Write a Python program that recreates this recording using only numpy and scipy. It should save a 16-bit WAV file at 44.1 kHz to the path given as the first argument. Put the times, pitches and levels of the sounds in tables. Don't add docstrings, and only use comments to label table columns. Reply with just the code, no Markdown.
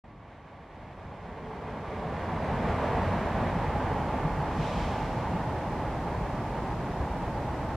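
import sys
import numpy as np
from scipy import signal
from scipy.fft import rfft, irfft, next_fast_len
from scipy.io import wavfile

SR = 44100
rng = np.random.default_rng(int(sys.argv[2]) if len(sys.argv) > 2 else 0)


def transcribe(signal):
    frames = np.atleast_2d(signal).T
    limited = np.clip(frames, -1, 1)
    pcm = np.round(limited * 32767).astype(np.int16)
    wavfile.write(sys.argv[1], SR, pcm)


N = 342216
TIME = np.arange(N) / SR
SIZE = next_fast_len(N)
FREQS = np.maximum(np.arange(SIZE // 2 + 1) * SR / SIZE, 1)
CARS_NEAREST_S, CARS_PASS_S = 2.34, 1.58


# (frequency [Hz], level [dB per Hz])
TYRE_SPECTRUM = [(150, -77.5), (380, -65), (480, -63.5), (650, -61.5), (760, -62.5), (900, -61),
                 (1020, -65), (1350, -72.5), (1900, -76), (2800, -86), (4500, -99), (9000, -125.4)]
# (time [s], level [dB])
TYRE_SWELLS = [(2.9, -2), (3.15, -6), (3.42, -3), (3.91, -3.5), (7.62, -9)]

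def tyre_roar():
    nearness, _ = passing(CARS_NEAREST_S, CARS_PASS_S)
    stream, group = from_db(-4), from_db(0.3) * nearness
    singles = swells(TYRE_SWELLS, width_s=0.08)
    gain = np.sqrt(stream ** 2 + group ** 2 + singles ** 2)
    return to_right(far_roar(TYRE_SPECTRUM, gain, waver_db=0.5, waver_hz=34), right_db=1.1)


# (frequency [Hz], level [dB per Hz])
RUMBLE_SPECTRUM = [(20, -72), (30, -64.5), (40, -54.5), (65, -55), (105, -56), (165, -57), (210, -61.5),
                   (290, -62), (400, -69.5), (700, -84.5)]

def traffic_rumble():
    nearness, _ = passing(CARS_NEAREST_S, CARS_PASS_S)
    opening_boost_db = 10.5 * np.exp(-TIME / 0.51)
    level_db = -1.0 + opening_boost_db + 1.23 * nearness
    return far_roar(RUMBLE_SPECTRUM, from_db(level_db), waver_db=0.13, waver_hz=22)


# (frequency [Hz], level [dB per Hz])
RUNNING_SPECTRUM = [(200, -72), (370, -76), (450, -64.5), (550, -62.5), (680, -61), (1000, -64),
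                    (1170, -66.5), (1270, -73.5), (1650, -70.5), (2250, -73), (2700, -79.5), (3300, -82.5),
                    (4200, -89), (5000, -93), (9000, -104.3)]

def truck_running():
    start_db, fall_db_per_s = 3.0, 3
    nearness = from_db(start_db - fall_db_per_s * TIME)
    return to_right(far_roar(RUNNING_SPECTRUM, nearness, waver_db=0.9, waver_hz=15), right_db=1.5)


# (frequency [Hz], level [dB per Hz])
EXHAUST_SPECTRUM = [(70, -59.5), (90, -53.5), (115, -64.5), (150, -55), (180, -58), (245, -57.5),
                    (310, -78.5)]

def truck_exhaust():
    load = from_db(0.5) * rise_hold_fall(1.23, 3.06, rise_db_per_s=10, fall_db_per_s=4.5)
    return far_roar(EXHAUST_SPECTRUM, load, waver_db=1.5, waver_hz=11)


# (time [s], level [dB])
ENGINE_SWELLS = [(1.5, -37), (2.0, -39.5), (2.8, -39.5)]

def truck_drone():
    start_hz, climb_hz_per_s = 408.7, 17.5
    hz = start_hz + climb_hz_per_s * TIME
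    return narrow_band(hz, swells(ENGINE_SWELLS, width_s=0.19), width_hz=54)


# (time [s], level [dB])
GEAR_SWELLS = [(0.2, -44), (1.0, -50), (1.9, -50), (2.9, -52.5), (4.2, -53), (4.65, -53.5), (6.3, -55)]

def truck_whine():
    start_hz, top_hz, gather_s = 1138, 1198, 5.0
    hz = top_hz - (top_hz - start_hz) * np.exp(-TIME / gather_s)
    whine = tone(hz, swells(GEAR_SWELLS, width_s=0.41), wobble_hz=4.92, flutter_db=2.5)
    return to_right(whine, right_db=1.5)


# (time [s], pitch [Hz], level [dB], time to fade by 60 dB [s])
WHEEL_THUDS = [(1.055, 82, -14, .12), (3.065, 92, -23, .2), (3.409, 108, -22, .13), (3.5, 105, -25, .12),
               (3.552, 170, -19, .12), (3.998, 160, -20, .1), (4.248, 143, -15.5, .12),
               (4.383, 143, -20, .13), (4.586, 155, -15.5, .11), (4.755, 170, -21.5, .12),
               (5.333, 172, -18.5, .15), (5.469, 135, -19.5, .11), (6.38, 110, -25, .17),
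               (6.999, 67, -20, .22), (7.375, 116, -25, .15)]

def wheel_thuds(rise_s=0.006, pitch_blur=0.06):
    thuds = np.zeros(N)
    for at_s, hz, level_db, fade_s in WHEEL_THUDS:
        age = np.maximum(TIME - at_s, 0)
        shape = (1 - np.exp(-age / rise_s)) * from_db(-60 * age / fade_s)
        phase = 2 * np.pi * np.cumsum(hz * (1 + pitch_blur * drift(40.2))) / SR
        thuds += from_db(level_db) * shape * np.sin(phase)
    return thuds


def tread_song(nearest_s=3.8, middle_hz=859.5, shift_hz=26):
    _, away = passing(nearest_s, pass_s=0.9)
    hz = middle_hz - shift_hz * away
    gain = from_db(-39.5) * rise_hold_fall(nearest_s, nearest_s, rise_db_per_s=21, fall_db_per_s=1.8)
    ring = tone(hz, gain * from_db(-7) * np.maximum(away, 0), wobble_hz=7.06, flutter_db=1)
    return to_right(narrow_band(hz, gain, width_hz=103) + ring, right_db=3.0)


# (frequency [Hz], level [dB per Hz])
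AIR_SPECTRUM = [(1200, -86), (2200, -79), (2850, -81), (3150, -80.5), (4200, -86.5), (4450, -88.5),
                (5500, -89), (6100, -92.5), (7500, -95.5), (10000, -106.3), (14000, -120.5)]

def air_release():
    flow = rise_hold_fall(4.635, 4.83, rise_db_per_s=95, fall_db_per_s=26)
    return outdoor_noise(AIR_SPECTRUM) * flow


def bird_peep():
    gain = from_db(-66) * swell(at_s=7.358, width_s=0.024)
    return tone(hz=4630, gain=gain, wobble_hz=35, flutter_db=-1.0)


# (frequency [Hz], likeness [0 to 1])
EAR_LIKENESS = [(40, .99999), (90, .9997), (180, .992), (380, .955), (700, 1), (1300, .92), (2000, .91),
                (3000, .83), (4500, .76), (6000, .27), (8000, .03)]

def outdoor_noise(spectrum):
    return stereo_noise(spectrum, alike=at_hz(EAR_LIKENESS))


def far_roar(spectrum, gain, waver_db, waver_hz):
    return outdoor_noise(spectrum) * gain * from_db(waver_db * drift(waver_hz))


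def stereo_noise(spectrum, alike, edge_db_per_octave=24):
    octaves_outside = np.abs(np.log2(FREQS / np.clip(FREQS, spectrum[0][0], spectrum[-1][0])))
    gain = from_db(at_hz(spectrum) - edge_db_per_octave * octaves_outside) * np.sqrt(SR / 2)
    shared, opposite = rfft(rng.standard_normal((2, SIZE)))
    pair = np.sqrt((1 + alike) / 2) * shared + np.sqrt((1 - alike) / 2) * opposite * [[1], [-1]]
    return irfft(gain * pair, SIZE)[:, :N]


def narrow_band(hz, gain, width_hz):
    phase = 2 * np.pi * np.cumsum(hz) / SR
    return gain * (drift(width_hz) * np.cos(phase) + drift(width_hz) * np.sin(phase))


def tone(hz, gain, wobble_hz, flutter_db):
    phase = 2 * np.pi * np.cumsum(hz + wobble_hz * drift(16.0)) / SR
    return np.sqrt(2) * np.sin(phase) * gain * from_db(flutter_db * drift(5.2))


def passing(nearest_s, pass_s):
    along = (TIME - nearest_s) / pass_s
    distance = np.hypot(1, along)
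    return 1 / distance, along / distance


def swell(at_s, width_s):
    return np.exp(-.5 * ((TIME - at_s) / width_s) ** 2)


def swells(rows, width_s):
    return sum(from_db(level_db) * swell(at_s, width_s) for at_s, level_db in rows)


def rise_hold_fall(from_s, to_s, rise_db_per_s, fall_db_per_s):
    early_s, late_s = np.maximum(from_s - TIME, 0), np.maximum(TIME - to_s, 0)
    return from_db(-rise_db_per_s * early_s - fall_db_per_s * late_s)


def drift(rate_hz):
    slow_hz = FREQS[:N // 128]
    noise = rfft(rng.standard_normal(2 * len(slow_hz) - 2))
    slow = irfft(noise / (1 + (slow_hz / rate_hz) ** 2) ** 2)
    slow = (slow - slow.mean()) / slow.std()
    return np.interp(np.arange(N) * len(slow) / SIZE, np.arange(len(slow)), slow)


def to_right(sound, right_db):
    return sound * from_db([[-right_db / 2], [right_db / 2]])


def at_hz(points):
    hz, values = np.transpose(points)
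    return np.interp(np.log(FREQS), np.log(hz), values)


def from_db(db):
    return 10 ** (np.asarray(db) / 20)


def scene():
    traffic = traffic_rumble() + wheel_thuds() + tyre_roar() + tread_song()
    truck = truck_exhaust() + truck_drone() + truck_running() + truck_whine()
    return traffic + truck + air_release() + bird_peep()


# (frequency [Hz], level [dB per Hz])
MICROPHONE_HISS = [(2000, -91.5), (5000, -95.5), (8000, -102.6), (11000, -107), (12500, -109.3),
                   (15000, -114.5)]

def record(dry):
    fade_end_s, fade_db_per_s, overall_db = 2.753, 9.5, -0.29
    start_s, edge_s, cutoff_hz = 0.038, 0.0044, 15300
    fade_db = -fade_db_per_s * np.maximum(fade_end_s - TIME, 0)
    soft_ends = np.clip(np.minimum(TIME - start_s, TIME[-1] - TIME) / edge_s, 0, 1)
    hiss = stereo_noise(MICROPHONE_HISS, alike=0.0)
    faded = (dry + hiss) * from_db(fade_db + overall_db) * soft_ends
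    treble_cut = signal.ellip(10, .1, 80, cutoff_hz, fs=SR, output="sos")
    return signal.sosfilt(treble_cut, faded)


dry = scene()
out = record(dry)
transcribe(out)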